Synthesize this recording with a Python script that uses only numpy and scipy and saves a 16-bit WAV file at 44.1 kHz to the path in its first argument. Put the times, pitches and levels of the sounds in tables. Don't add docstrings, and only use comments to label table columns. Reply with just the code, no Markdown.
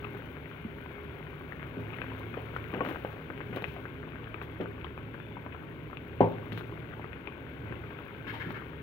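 import sys
import numpy as np
from scipy import signal
from scipy.fft import rfft, irfft
from scipy.io import wavfile

SR = 44100
rng = np.random.default_rng(int(sys.argv[2]) if len(sys.argv) > 2 else 0)


def log_audio(samples):
    frames = np.atleast_2d(samples).T
    limited = np.clip(frames, -1, 1)
    pcm = np.round(limited * 32767).astype(np.int16)
    wavfile.write(sys.argv[1], SR, pcm)


N = 388962
TIME, FREQS = np.arange(N) / SR, np.fft.rfftfreq(N, 1 / SR)

# time_s, level_db (table levels are relative; each layer adds its own gain)
BOIL_CURVE = [(0.0, -49.5), (0.32, -51.5), (1.5, -51), (2.15, -48.5), (3.3, -50.5), (4.1, -52), (5.9, -53),
              (6.4, -51), (7.3, -52), (7.85, -50), (8.82, -51.5)]


def gain_of(db):
    return 10 ** (np.asarray(db) / 20)


def unit_rms(x):
    return x / np.sqrt(np.mean(x ** 2) + 1e-20)


def curve_at(points, hz):
    point_hz, values = np.transpose(points)
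    return np.interp(np.log(hz + 1), np.log(point_hz + 1), values)


def fader(points):
    time_s, level_db = np.transpose(points)
    return gain_of(np.interp(TIME, time_s, level_db))


def add(mix, start_s, sound):
    part = mix[max(round(start_s * SR), 0):][:len(sound)]
    part += sound[:len(part)]


def colour(x, spectrum, resonances=()):
    peaks_db = sum(boost / (1 + (2 * (FREQS - hz) / width) ** 2) for hz, width, boost in resonances)
    return irfft(rfft(x) * gain_of(curve_at(spectrum, FREQS) + peaks_db), N)


def band(x, hz, width_hz):
    b, a = signal.iirpeak(hz, hz / width_hz, SR)
    return unit_rms(signal.lfilter(b, a, signal.lfilter(b, a, x)))


def crackle(per_s, spread_db, size=N):
    chance, clicks = rng.random(size) * SR / per_s, np.zeros(size)
    at = np.flatnonzero(chance < 1)
    clicks[at] = (-1.) ** at * gain_of(spread_db * np.minimum(-np.log(chance[at]), 4))
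    return clicks


def bubble(hz, cycles, glide=0.062):
    turns = np.arange(round(SR * 7 * cycles / hz) + 2) * hz / SR
    age = turns / cycles
    envelope = (1 - np.exp(-(2 * turns) ** 2)) * np.exp(-age)
    wave = envelope * np.sin(2 * np.pi * turns * (1 + glide * np.tanh(age / 2)))
    return wave / abs(wave).max()


def kitchen(x, wall_db, room_db, wall_s=0.0036, lag_s=0.00018):
    # freq_hz, t60_s
    reverb_times = [(100, 0.21), (400, 0.65), (1000, 0.37), (3000, 0.5), (12000, 0.58)]
    size = SR // 2
    t = np.arange(size) / SR
    taps = rng.choice([-1., 1.], (2, size)) * (rng.random((2, size)) < 3000 / SR)
    walls = taps * (t > .0015) * np.exp(-t / wall_s)
    hz, age, late_taps = signal.stft(taps * (t > .011), SR, nperseg=256)
    decay = gain_of(-60 * age / curve_at(reverb_times, hz)[:, None])
    tail = signal.istft(late_taps * decay, SR, nperseg=256)[1][:, :size]
    echoes = (gain_of(wall_db) * unit_rms(walls) + gain_of(room_db) * unit_rms(tail)) / np.sqrt(size)
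    right = colour(np.interp(TIME - lag_s, TIME, x), [(700, 0), (2000, -7)])
    return np.array([x, right]) + signal.fftconvolve(x[None], echoes, axes=1)[:, :N]


def shaded(stereo, share=1):
    # freq_hz, gain_db
    shadow = [(40, -5.5), (90, 3), (250, -1.5), (450, -0.5), (650, -4), (900, -7.5), (1250, -6),
              (1600, -13.5), (2300, -18.5), (3100, -25.5), (4200, -12), (7500, -3.5), (13000, -14.5)]
    left, right = stereo
    return np.array([left, colour(right, [(hz, share * db) for hz, db in shadow])])


def stove(rumble_db=-32, rumble_share=.24, drone_db=-1, drone_hz=110.5, lag_s=0.00017):
    # time_s, level_db
    swell_curve = [(0.0, -46), (0.18, -50), (0.38, -57), (1.5, -54.5), (1.85, -45.5), (2.4, -47),
                   (3.3, -52.5), (3.53, -41.5), (3.75, -52), (4.3, -50), (5.3, -52.5), (6.1, -51.5),
                   (6.55, -44.5), (7.42, -57), (7.73, -41.5), (8.08, -62), (8.33, -45.5), (8.82, -55)]
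    # freq_hz, gain_db
    rumble_eq = [(20, -31), (35, -8.5), (55, 0), (90, -7.5), (140, 1), (190, -2.5), (330, 0.5), (470, -4),
                 (650, -14.5), (1100, -28), (2000, -34), (4000, -50)]
    # freq_hz, width_hz, boost_db
    hollow = [(76.2, 15.8, 13), (152.6, 21.7, 8), (262.8, 4.5, 12), (410, 7.6, 10.5), (622, 17, 7)]
    # freq_hz, coherence (0-1)
    likeness = [(50, 0.87), (130, 0.93), (215, 0.78), (400, 0.96), (650, 0), (1200, 0.5), (2000, 0.2)]
    left, independent, drone_noise = rng.standard_normal((3, N))
    coherence = np.clip(curve_at(likeness, FREQS), 0, 1)
    right_spectrum = coherence * rfft(left) + np.sqrt(1 - coherence ** 2) * rfft(independent)
    right = irfft(right_spectrum * np.exp(-2j * np.pi * FREQS * lag_s), N)
    rumble = unit_rms(colour(np.array([left, right]), rumble_eq, hollow))
    drone = band(drone_noise, drone_hz, width_hz=12)
    drone = unit_rms(drone / np.sqrt(abs(signal.hilbert(drone)) + 1e-9))
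    swell = fader(swell_curve)
    return gain_of(rumble_db) * swell ** rumble_share * rumble + gain_of(drone_db) * swell * drone


def steam_whistle(start_s=5.18, end_s=5.38, pitch_hz=3500, level_db=-62.5):
    out, size = np.zeros(N), round((end_s - start_s) * SR)
    tone = band(rng.standard_normal(size), pitch_hz, width_hz=90)
    add(out, start_s, tone * signal.windows.tukey(size, .3))
    return gain_of(level_db) * out


def sizzle(frying_gain_db=14, spit_gain_db=-3, flare_gain_db=12, attack_s=0.00028, puff_s=.001):
    # time_s, level_db
    frying_curve = [(0.0, -73.5), (0.56, -76.5), (1.62, -76), (1.82, -74.5), (3.04, -73.5), (3.32, -76.5),
                    (3.73, -73.5), (3.91, -78.5), (5.6, -79.5), (6.48, -76.5), (7.35, -79.5), (8.3, -76.5),
                    (8.42, -75), (8.82, -78)]
    # start_s, spit_db, flare_db, decay_s
    splashes = [(2.19, -67, -63.5, .012), (2.565, -39, -70, 0.0055), (2.737, -51, -63, 0.0075),
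                (2.845, -47, -64, 0.057), (2.885, -58, -64, 0.043), (3.53, -54, -77, .015),
                (3.559, -37, -58, .007), (3.572, -39, -70, .007), (3.622, -41, -61, 0.0067),
                (3.645, -49, -74, 0.034), (3.68, -53, -81, 0.025), (4.419, -50, -67, 0.032),
                (4.608, -43, -80, 0.0098), (6.225, -57, -82, 0.086), (6.52, -40.5, -75, 0.027),
                (6.5747, -39, -63, 0.024), (8.5067, -31, -72, .002), (8.519, -53, -56, 0.0043)]
    # freq_hz, gain_db
    frying_eq = [(1500, -29.5), (3500, 7), (5000, -15), (6500, -11), (7400, -25), (9500, -14),
                 (12000, -5.5), (14000, -4.5), (15500, 1)]
    # freq_hz, gain_db
    spit_eq = [(700, -15), (1500, 18), (3200, 16.5), (4000, 9.5), (4700, -3.5), (5500, -6), (7500, -24),
               (10000, -25), (13000, -9), (15500, -13)]
    puffs = signal.lfilter([1], [1, -np.exp(-1 / (puff_s * SR))], crackle(900, spread_db=5.1) ** 2)
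    fizz = np.sqrt(puffs / puffs.mean() + 1.1) * rng.standard_normal((2, N))
    spits, flares, t = np.zeros(N), np.zeros(N), np.arange(SR // 3) / SR
    for start_s, spit_db, flare_db, decay_s in splashes:
        boil_off = (1 - np.exp(-t / attack_s)) * np.exp(-t / max(decay_s, .002))
        add(spits, start_s, gain_of(spit_db + spit_gain_db) * boil_off)
        add(flares, start_s, gain_of(flare_db + flare_gain_db) * boil_off)
    frying = np.hypot(gain_of(frying_gain_db) * fader(frying_curve), flares)
    return frying * unit_rms(colour(fizz, frying_eq)) + spits * unit_rms(colour(fizz, spit_eq))


def slide(hiss_db=5):
    # start_s, length_s, level_db, rasp_hz, grit_db (against the rasp)
    jerks = [(8.26, 0.06, -45.5, 1680, 3), (8.327, 0.036, -42.5, 900, 0), (8.392, 0.047, -41.5, 1690, -5),
             (8.436, 0.077, -49, 1580, -15), (8.531, 0.056, -43.5, 1590, -11)]
    # freq_hz, width_hz, boost_db
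    resonances = [(920, 70, 3), (1470, 70, 3), (1860, 70, 4), (2200, 140, 3.5)]
    out = np.zeros(N)
    for start_s, length_s, level_db, rasp_hz, grit_db in jerks:
        size = round(length_s * SR)
        slips = crackle(1500, spread_db=1.8, size=size)
        grit = band(slips, 2200, width_hz=2800) + gain_of(hiss_db) * band(slips, 15000, width_hz=6000)
        scrape = band(slips, rasp_hz, width_hz=950) + gain_of(grit_db) * grit
        add(out, start_s, gain_of(level_db) * scrape * signal.windows.tukey(size, .55))
    dull = colour(out, [(3000, -0.5), (5000, -15.5), (8000, -29)], resonances)
    return kitchen(dull, wall_db=-2.5, room_db=-0.5)


def counter_bumps(push_db=7, rattle_db=-33, clatter_db=-11, clatter_s=0.058, clatter_rise_s=0.0035):
    # start_s, level_db, cutoff_hz
    blows = [(1.768, -31, 480), (2.731, -38, 420), (3.494, -35, 264), (4.6000, -25, 500),
             (6.2057, -5.5, 1000), (6.219, -23, 970), (6.520, -32, 320), (7.699, -39, 280),
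             (8.46, -34, 375), (8.493, -35, 347)]
    # pitch_hz, level_db, t60_s
    modes = [(108.1, -15, 0.65), (168.3, -12, 0.37), (226, -5.5, 0.07), (265.4, -9, 0.22),
             (403.7, -6, 0.21), (498, -8.5, .2), (547, -15, 0.31), (619, -26, 0.14), (702, -7.5, 0.16),
             (824, -3.5, 0.093), (890, -11.5, 0.29), (904, -11, 0.2), (970, -6, 0.15), (1072, -12, 0.12)]
    out, t = np.zeros(N), np.arange(SR * 3 // 4) / SR
    body = sum((-1) ** k * gain_of(db - 60 * t / t60) * np.sin(2 * np.pi * hz * t)
               for k, (hz, db, t60) in enumerate(modes))
    add(body, 0, gain_of(push_db) * bubble(480, cycles=.45))
    for start_s, level_db, cutoff_hz in blows:
        clatter = band(rng.standard_normal(len(t)), 520, width_hz=1300)
        clatter *= (1 - np.exp(-t / clatter_rise_s)) * np.exp(-t / clatter_s)
        lowpass = signal.butter(6, cutoff_hz, fs=SR, output="sos")
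        thud = signal.sosfilt(lowpass, body + gain_of(clatter_db) * clatter)
        rattle = band(rng.standard_normal(len(t)), 1600, width_hz=1700) * np.exp(-t / 0.018)
        add(out, start_s, gain_of(level_db) * (thud / abs(thud).max() + gain_of(rattle_db) * rattle))
    eq = [(50, -26), (100, 2.5), (950, 0.5), (1300, 4.5), (1800, 8), (3200, 6), (5000, -13),
          (9000, -49.5)]
    return kitchen(colour(out, eq), wall_db=-14, room_db=-12)


def spatula_knocks():
    # start_s, level_db
    strikes = [(2.793, -30), (2.8068, -16.5), (2.8122, -22), (2.889, -33), (2.905, -34), (3.571, -31)]
    # pitch_hz, level_db, t60_s
    modes = [(1116, -12, 0.16), (1105, 14, 0.042), (1420, 12, 0.024), (1790, 7, 0.018), (2290, 4, 0.024)]
    out, t = np.zeros(N), np.arange(SR // 10) / SR
    rap = sum(gain_of(db - 60 * t / t60) * np.sin(2 * np.pi * hz * t) for hz, db, t60 in modes)
    for start_s, level_db in strikes:
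        add(out, start_s, gain_of(level_db) * rap / abs(rap).max())
    return kitchen(colour(out, [(2500, 2.5), (3200, -14), (6000, -43)]), wall_db=-22, room_db=-18)


def potato_plops(slap_hz=1340, slosh_s=0.035, spray_db=-13, spray_s=0.026):
    # start_s, level_db, cavity_hz, slosh_db, slap_db (both against level_db)
    landings = [(2.37,-34.5,430,-2,-2), (2.739,-29,360,-5.5,2.5), (2.746,-44,298,-2,-2),
                (2.774,-33,300,-9,-20), (2.8083,-21.5,444,-11.5,-21), (2.850,-33.5,398,-14,10),
                (2.873,-34,263,-8,0), (2.888,-26.5,293,-9,-6), (2.913,-30.5,343,-17,-5),
                (2.947,-35,400,-8,2), (3.048,-21,514,-19,-12.5), (3.528,-33.5,430,-9,1),
                (3.562,-29,446,-16,-8), (3.5696,-24.5,410,-21,-6), (3.622,-32.5,397,-11,-1),
                (3.764,-36,325,-5.5,0), (4.6024,-26.5,320,-18,-14), (4.609,-27.5,360,-11,-8)]
    out, t = np.zeros(N), np.arange(SR // 5) / SR
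    for start_s, level_db, cavity_hz, slosh_db, slap_db in landings:
        add(out, start_s, gain_of(level_db) * bubble(cavity_hz, cycles=0.51))
        add(out, start_s, gain_of(level_db + slap_db) * bubble(slap_hz, cycles=1))
        slosh = band(crackle(2500, spread_db=1, size=len(t)), cavity_hz, width_hz=600)
        add(out, start_s, gain_of(level_db + slosh_db) * slosh * np.exp(-t / slosh_s))
        spray = band(crackle(700, spread_db=3.4, size=len(t)), 1200, width_hz=1030)
        add(out, start_s, gain_of(level_db + slap_db + spray_db) * spray * np.exp(-t / spray_s))
    dull = colour(out, [(60, 1), (200, 2.5), (1500, 2), (3000, 13), (5000, -31)])
    return kitchen(dull, wall_db=-14, room_db=-14)


def simmer(gain_db=3):
    # freq_hz, gain_db
    froth_eq = [(250, -8.5), (550, 2), (800, -2), (1000, -1), (1300, -3), (1900, -5), (2550, -1.5),
                (3000, -4), (3500, -9), (4000, -18), (5000, -29.5), (8000, -65)]
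    # freq_hz, width_hz, boost_db
    pan_air = [(910, 220, 3), (1115, 60, 4), (1553, 450, 10), (2190, 380, 8)]
    froth = np.zeros(N)
    for hz in np.geomspace(400, 4500, num=24):
        bursts = crackle(per_s=80 * hz / 1500, spread_db=0.5)
        froth += np.sqrt(hz) * signal.oaconvolve(bursts, bubble(hz, cycles=1.43))[:N]
    in_room = kitchen(colour(froth, froth_eq, pan_air), wall_db=-16, room_db=-4)
    return gain_of(gain_db) * fader(BOIL_CURVE) * unit_rms(in_room)


def stray_bubbles(per_s=22, above_boil_db=5, range_db=6, centre_hz=1465, scatter_octaves=0.4):
    strays, boil = [], fader(BOIL_CURVE)
    for when, size, ringing, film in rng.random((round(per_s * N / SR), 4)):
        level_db = above_boil_db + 20 * np.log10(boil[int(when * N)]) + range_db * size ** 2
        pitch_hz = centre_hz * 2 ** (scatter_octaves * rng.standard_normal())
        strays.append((when * N / SR, level_db, pitch_hz, 0.22 + 3.6 * ringing ** 2, -20 + 14 * film))
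    return strays


def bubble_pops(gain_db=7, film_hz=2342, gulp_db=-13, echo_db=-8, neighbour_db=-8, neighbour_s=.02):
    # start_s, level_db, pitch_hz, ring_cycles, film_db (against the cavity)
    big_bubbles = [(0.045,-36.5,2460,5,-18), (0.048,-38,1120,2,-16), (0.221,-41,1310,1.2,-6),
                   (0.368,-39,1430,1.1,-6), (0.648,-44,215,1.6,-30), (0.859,-43,950,1.8,-14),
                   (1.522,-34.5,1700,3.1,-23), (1.629,-32,1630,0.44,-27), (1.936,-38,2330,2.1,-22),
                   (1.986,-35,1850,1.8,-20), (2.017,-30,1530,2.2,-0.5), (2.18,-38,1530,.9,-18),
                   (2.342,-34,1250,1.1,-13), (2.563,-27.5,1270,1.6,-14), (2.959,-31,1330,.8,-11),
                   (3.302,-30,1380,0.89,-24), (3.405,-33,1400,0.81,-12), (3.412,-34,1580,.5,-17),
                   (3.642,-27.5,1910,1.4,-0.5), (3.854,-33,1390,1.6,-17), (4.03,-37,1430,1.1,-24),
                   (4.157,-37,1430,1.4,-10), (4.2425,-41,2740,0.7,-14), (4.343,-34,1210,1.4,0.5),
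                   (4.415,-31,1300,0.71,-7), (4.658,-36,1360,2.4,-19), (4.8445,-36.5,2980,3.6,-19),
                   (4.8455,-35,990,.7,-14), (4.867,-39.5,1640,1.4,-16), (4.977,-34,1090,0.52,-8),
                   (5.143,-37,1470,3,-18), (5.201,-38,1490,1.2,-6), (5.369,-38,950,2.9,-25),
                   (5.463,-35,950,0.46,-10.5), (5.547,-36.5,1240,.7,-10), (5.9304,-36,1210,1.4,-17),
                   (5.971,-35.5,2460,2.2,-12), (6.521,-32,1730,0.97,-10), (6.576,-31,1480,.45,-11),
                   (6.609,-35,1330,1.4,-12), (6.937,-39.5,1370,3.1,-17), (6.995,-37,835,1.5,-24),
                   (7.043,-34,1250,0.69,-19), (7.131,-37.5,1620,0.46,-4), (7.2735,-37.5,930,.6,6),
                   (7.357,-47,970,2.5,-18), (7.724,-32,1440,0.44,-10), (7.989,-36.5,1520,0.44,-9),
                   (8.5058,-31,1080,0.6,-14)]
    out = np.zeros(N)
    for start_s, level_db, pitch_hz, ring_cycles, film_db in list(big_bubbles) + stray_bubbles():
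        pop = np.zeros(SR // 10)
        add(pop, 0, bubble(pitch_hz, max(ring_cycles, .5)))
        add(pop, 0, gain_of(film_db) * bubble(film_hz, cycles=3))
        add(pop, 0, gain_of(gulp_db) * bubble(pitch_hz / 3.18, cycles=1))
        add(out, start_s, gain_of(level_db) * pop)
        for delay_s in rng.uniform(.002, .012, size=3):
            add(out, start_s + delay_s, gain_of(level_db + echo_db) * np.exp(-delay_s / 0.012) * pop)
        for late, detune in rng.random((3, 2)):
            octaves = 0.48 * (2 * detune - 1)
            neighbour = np.exp(-late) * bubble(pitch_hz * 2 ** octaves, cycles=1.2)
            add(out, start_s + late * neighbour_s, gain_of(level_db + neighbour_db) * neighbour)
    eq = [(200, 7.5), (700, 1), (2700, 2.5), (3600, 0), (4300, -8.5), (5000, -22), (8000, -39)]
    return gain_of(gain_db) * kitchen(colour(out, eq), wall_db=-15, room_db=-11)


def scene():
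    pan = (stove() + simmer() + bubble_pops() + potato_plops() + spatula_knocks()
           + sizzle() + steam_whistle())
    return shaded(pan) + shaded(counter_bumps(), share=0.52) + shaded(slide(), share=.6)


def record(dry):
    lowpass = signal.firwin(511, cutoff=15850, window=("kaiser", 9), fs=SR)
    return signal.oaconvolve(dry, lowpass[None], "same")


dry = scene()
out = record(dry)
log_audio(out)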